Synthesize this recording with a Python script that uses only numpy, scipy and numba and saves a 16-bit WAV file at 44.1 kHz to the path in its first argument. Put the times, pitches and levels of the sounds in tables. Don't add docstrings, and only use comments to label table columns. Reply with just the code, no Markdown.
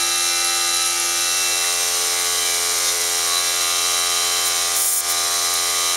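import sys
import numpy as np
from scipy import signal
from scipy.fft import rfft, irfft, next_fast_len
from scipy.io import wavfile
from scipy.ndimage import uniform_filter1d
from numba import njit

SR = 44100
rng = np.random.default_rng(int(sys.argv[2]) if len(sys.argv) > 2 else 0)


def persist_wave(psi):
    counts = np.round(np.clip(psi, -1, 1) * 32767).astype(np.int16)
    wavfile.write(sys.argv[1], SR, np.atleast_2d(counts).T)


N = 262836
T = np.arange(N) / SR


def undb(db):
    return 10 ** (np.asarray(db) / 20)


def unit(x):
    return x / np.sqrt(np.mean(x ** 2))


def automation(points):
    return np.interp(T, *np.transpose(points))


def equalise(x, points):
    hz, db = np.transpose(points)
    size = next_fast_len(N)
    bins_hz = np.maximum(np.fft.rfftfreq(size, 1 / SR), 1)
    gain = undb(np.interp(np.log(bins_hz), np.log(hz), db))
    return unit(irfft(rfft(x, size) * gain, size)[:N])


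def resonate(x, hz, width_hz):
    return signal.lfilter(*signal.iirpeak(hz, hz / width_hz, fs=SR), x)


def ring(knocks, hz, width_hz):
    return unit(resonate(resonate(knocks, hz, width_hz), hz, width_hz))


def drift(rate_hz):
    targets = rng.standard_normal(1024)
    step, fraction = np.divmod(T * rate_hz, 1)
    k = step.astype(int) % (len(targets) - 1)
    return targets[k] + (targets[k + 1] - targets[k]) * (1 - np.cos(np.pi * fraction)) / 2


def strokes(turns, jitter_s, scatter_db):
    count = int(turns[-1])
    lateness, size = rng.standard_normal((count, 2)).T
    position = (np.interp(np.arange(count), turns, T) + jitter_s * lateness) * SR
    taps = position.astype(int)[:, None] + np.arange(-7, 9)
    pulses = undb(scatter_db * size)[:, None] * np.sinc(taps - position[:, None])
    knocks = np.zeros(N)
    np.add.at(knocks, np.clip(taps, 0, N - 1), pulses)
    return knocks


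# (time [s], stroke rate [Hz])
STROKE_RATE = [(0, 86.65), (.36, 87.03), (.9, 86.6), (1.08, 86.24), (1.35, 86.73), (2.28, 87.2),
               (2.55, 86.34), (2.75, 86.6), (2.95, 86.27), (3.7, 86.76), (4.12, 86.96), (4.4, 86.43),
               (4.8, 86.15), (5.4, 86.2), (5.65, 86.7), (5.96, 87)]

def crank():
    return np.cumsum(automation(STROKE_RATE)) / SR


# (time [s], aim [0-1])
CAMERA_AIM = [(1.5, 0.16), (2.05, 0.99), (3.05, 0.71), (3.7, 0.01)]

def perspective(away_db, facing_db, aimed_db=0, swing_start_s=1.08, swing_length_s=.65):
    facing = np.clip((T - swing_start_s) / swing_length_s, 0, 1)
    return away_db + (facing_db - away_db) * facing + aimed_db * automation(CAMERA_AIM)


def camera_shadow(x, above_hz=13100):
    top = signal.sosfiltfilt(signal.butter(4, above_hz, "high", fs=SR, output="sos"), x)
    return x + top * (undb(perspective(away_db=-12.5, facing_db=-8.2)) - 1)


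def wall_echo(x, delay_s=.0022, sway_s=.000095, gain=.061):
    reflection = np.interp(T - delay_s - sway_s * drift(2.5), T, x)
    return (x + gain * reflection) / np.sqrt(1 + gain ** 2)


# (time [s], peak [dB], pitch [Hz], bandwidth [Hz], decay [s])
HANDLING_HITS = [(1.642, -14, 2020, 398.7, 0.0051), (1.99, -30, 400, 700, 0.0055),
                 (5.007, -7, 8490, 7030, 0.0018), (5.538, -9, 11000, 5000, 0.0036)]

def handling_clicks():
    out = 0
    for start_s, peak_db, hz, width_hz, decay_s in HANDLING_HITS:
        envelope = (T >= start_s) * np.exp(-np.minimum(np.abs(T - start_s) / decay_s, 20))
        click = resonate(rng.standard_normal(N) * envelope, hz, width_hz)
        out = out + undb(peak_db) * click / np.abs(click).max()
    return out


# (harmonic [x stroke rate], level [dB], flutter depth [dB])
WHINE_PARTIALS = [(31, -39.5, 1), (66, -45, 4)]
# (time [s], gain [dB])
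WHINE_FADER = [(0, 5), (.6, 5), (1.05, 0.5), (1.45, 10), (2.6, -12), (3.65, 2.5), (4.6, -2), (5.2, -15),
               (5.95, -2)]

def motor_whine(turns):
    out = 0
    for harmonic, db, flutter_db in WHINE_PARTIALS:
        flutter = undb(flutter_db * drift(90))
        tone = np.sin(2 * np.pi * (harmonic * turns + rng.random()))
        out = out + undb(db) * unit(flutter * tone)
    return out * undb(automation(WHINE_FADER))


# (time [s], gain [dB])
HOUSING_FADER = [(0, -3), (2.2, -3.5), (2.42, 6), (2.68, -9), (3.5, -1), (4.35, 6), (4.75, -2), (5.3, -5),
                 (5.95, 4)]

def housing_ring(turns, trim_db=-37):
    knocks = strokes(turns + .5, jitter_s=.000012, scatter_db=1.2)
    return ring(knocks, hz=3118, width_hz=123) * undb(automation(HOUSING_FADER) + trim_db)


def valve_squeak(turns):
    kicks = strokes(turns - .7, jitter_s=.00004, scatter_db=3.5)
    squeak = ring(kicks, hz=10550, width_hz=400) + ring(kicks, hz=11000, width_hz=180)
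    return unit(squeak) * undb(perspective(away_db=-30.5, facing_db=-38, aimed_db=2))


# (time [s], gain [dB])
VALVE_FADER = [(0.0, -27), (0.51, -30), (0.81, -26), (1.03, -43), (1.21, -30), (1.68, -30), (1.76, -36.5),
               (2.42, -30.5), (2.92, -38), (3.27, -32), (3.37, -24), (3.42, -33), (3.82, -27.5),
               (4.61, -32), (4.93, -48), (5.18, -29), (5.53, -32.5), (5.96, -28)]

def valve_ring(turns, trim_db=1.5):
    slaps = strokes(turns, jitter_s=.000012, scatter_db=1.66)
    return ring(slaps, hz=3977, width_hz=155) * undb(automation(VALVE_FADER) + trim_db)


# (fully open at [s], hold [s], starting level [dB])
CHUCK_SPITS = [(4.459, .025, -22), (4.765, 0.24, -17.7), (5.096, .028, -20)]
# (frequency [Hz], gain [dB])
JET_EQ = [(1000, -27), (4000, -40), (5200, -5), (6200, -4), (6900, 6), (7600, 3), (8700, 7), (9900, 1),
          (10400, 7), (11500, 2), (12300, 3), (13000, -9), (16000, 1)]

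def chuck_leak(attack_s=.02, release_s=.007, swell_db_per_s=29, sputter_db=1.5):
    flow = 0
    for open_s, hold_s, db in CHUCK_SPITS:
        age = T - open_s
        opening = np.clip(1 + age / attack_s, 0, 1)
        closing = np.clip(1 - (age - hold_s) / release_s, 0, 1)
        flow = flow + opening * closing * undb(db + swell_db_per_s * np.clip(age, 0, hold_s))
    jet = equalise(rng.standard_normal(N), JET_EQ)
    return jet * flow * undb(sputter_db * drift(86))


# (frequency [Hz], gain [dB])
INTAKE_EQ = [(30, -49), (200, -25.5), (350, -26.5), (480, -12.5), (850, -17.5), (1300, -11), (1700, -14),
             (2000, -7), (2550, -16), (3400, -8), (4800, -4.5), (5250, -2.5), (7300, -3), (9500, -41)]
# (frequency [Hz], gain [dB])
FIZZ_EQ = [(5000, -25), (7600, -1), (8600, 2.5), (9400, -2.5), (10100, -14), (10500, -3), (11200, -3),
           (12000, -6.5), (13500, -16.5), (14200, -8), (14450, -2.5), (14800, -16), (16000, -6.5)]

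def air_rush(turns, swell_db=1.5, puff_db=1.5, flutter_db=.5):
    flutter = flutter_db * drift(60)
    swell = undb(swell_db * np.cos(2 * np.pi * (turns - .7)) + flutter)
    puff = undb(puff_db * np.cos(2 * np.pi * (turns - .8)) + flutter)
    intake = equalise(swell * rng.standard_normal(N), INTAKE_EQ)
    fizz = equalise(puff * rng.standard_normal(N), FIZZ_EQ)
    intake_db = perspective(away_db=-25.5, facing_db=-25)
    fizz_db = perspective(away_db=-25, facing_db=-23.5, aimed_db=.7)
    return intake * undb(intake_db) + fizz * undb(fizz_db)


# (frequency [Hz], gain [dB])
RATTLE_EQ = [(1500, -56), (3100, -29), (3700, 3), (4300, 5.5), (4800, -6), (5230, 11.5), (5500, 10),
             (5800, 14), (6150, 9), (7300, 1), (8600, -18), (9600, 1.5), (11000, 2.5), (12300, -9),
             (16000, -28)]
# (time [s], gain [dB])
RATTLE_FADER = [(0, -24.5), (.6, -25), (1.3, -22.5), (2.25, -27), (2.7, -25.5), (3.5, -24.5), (4.35, -25.5),
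                (4.55, -24.5), (5.95, -25.5)]

def gear_rattle(turns, decay_s=.011, trim_db=-2, flare_at_s=2.9, flare_db=5.5, ring_db=-29):
    knocks = strokes(turns, jitter_s=.000007, scatter_db=.8)
    age = T[:SR // 50]
    blend, power = 0, 0
    for _ in range(3):
        pattern = rng.standard_normal(len(age)) * np.exp(-age / decay_s)
        weight = drift(2.53)
        blend = blend + weight * unit(signal.fftconvolve(knocks, pattern)[:N])
        power = power + weight ** 2
    clatter = equalise(blend / np.sqrt(power), RATTLE_EQ)
    flare_slope_s = np.where(T < flare_at_s, .098, .02)
    flare = np.exp(-np.abs(T - flare_at_s) / flare_slope_s)
    ringing = ring(knocks, hz=3640, width_hz=200) * flare * undb(ring_db)
    return clatter * undb(automation(RATTLE_FADER) + trim_db + flare_db * flare) + ringing


# (harmonic [x stroke rate], level turned away [dB], level facing the wall [dB])
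BUZZ_PARTIALS = [(1, -54, -53), (2, -69, -70), (3, -57, -58), (4, -41.5, -46.5), (5, -53, -42),
                 (6, -46, -47), (7, -49, -46), (8, -50, -42), (9, -38, -40), (10, -46, -47), (11, -55, -49),
                 (12, -61, -44), (13, -54, -38), (14, -38, -36), (15, -36, -45), (16, -51, -44),
                 (17, -43, -43), (18, -48, -49), (19, -41, -45), (20, -51, -49), (21, -49, -50),
                 (22, -47, -49), (23, -45, -43), (24, -41, -42), (25, -55, -52), (26, -47, -41),
                 (27, -39, -42), (28, -50, -51), (29, -54, -47), (30, -47, -52), (32, -43, -51),
                 (33, -50, -44), (34, -46, -49), (37, -46, -46), (38, -52, -49), (39, -45, -49),
                 (40, -55, -49), (41, -48, -44), (42, -46, -44), (43, -51, -46)]
# (frequency [Hz], boost turned away [dB], boost facing the wall [dB],
# extra aimed at the pump [dB], extra with the camera at rest [dB])
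BODY_RESONANCES = [(467.2, -2, -1.5, 10.5, -1.5), (715, -0.5, 0, -1.5, 2), (1205.5, 1.5, -2.5, -3, 3.5)]

def pump_buzz(turns, resonance_octaves=.12, rest_start_s=3.43, rest_length_s=.36):
    body = np.array(BODY_RESONANCES)
    resting = np.clip((T - rest_start_s) / rest_length_s, 0, 1)
    phases = np.cumsum(.195 * rng.standard_normal(len(BUZZ_PARTIALS)))
    out = 0
    for (harmonic, away_db, facing_db), phase in zip(BUZZ_PARTIALS, phases):
        hz = harmonic * turns[-1] / T[-1]
        nearness = np.exp(-(np.log2(hz / body[:, 0]) / resonance_octaves) ** 2)
        away_boost, facing_boost, aimed_boost, rest_boost = nearness @ body[:, 1:]
        db = perspective(away_db + away_boost, facing_db + facing_boost, aimed_boost)
        depth = min(np.sqrt(hz / 1150), 1.2)
        phase_drift = .12 * depth * drift(2.06)
        waver_db = 2.5 * depth * (1 - .34 * resting) * drift(6)
        tone = np.sin(2 * np.pi * (harmonic * turns + phase + phase_drift))
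        out = out + undb(db + rest_boost * resting + waver_db) * tone
    return np.sqrt(2) * out


def scene():
    turns = crank()
    hum = pump_buzz(turns) + motor_whine(turns)
    rings = valve_ring(turns) + housing_ring(turns) + valve_squeak(turns)
    hiss = camera_shadow(wall_echo(gear_rattle(turns) + air_rush(turns)))
    return np.tile(hum + rings + hiss + chuck_leak() + handling_clicks(), (2, 1))


@njit
def follow(power, attack, release):
    out, level = np.empty(len(power)), power[0]
    for i in range(len(power)):
        level += (power[i] - level) * (attack if power[i] > level else release)
        out[i] = level
    return out


def gain_control(x, threshold_db=-17, attack_s=.0033, release_s=.044):
    power = uniform_filter1d(x ** 2, SR // 100)
    envelope = follow(power, 1 / (attack_s * SR), 1 / (release_s * SR))
    return x / np.sqrt(np.maximum(envelope / undb(threshold_db) ** 2, 1))


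def record(dry):
    mono = dry.mean(axis=0)
    notched = mono - resonate(mono, hz=7890, width_hz=530)
    treble_cut = signal.ellip(12, .1, 80, 15700, fs=SR, output="sos")
    return np.tile(signal.sosfilt(treble_cut, gain_control(notched)), (2, 1))


dry = scene()
out = record(dry)
persist_wave(out)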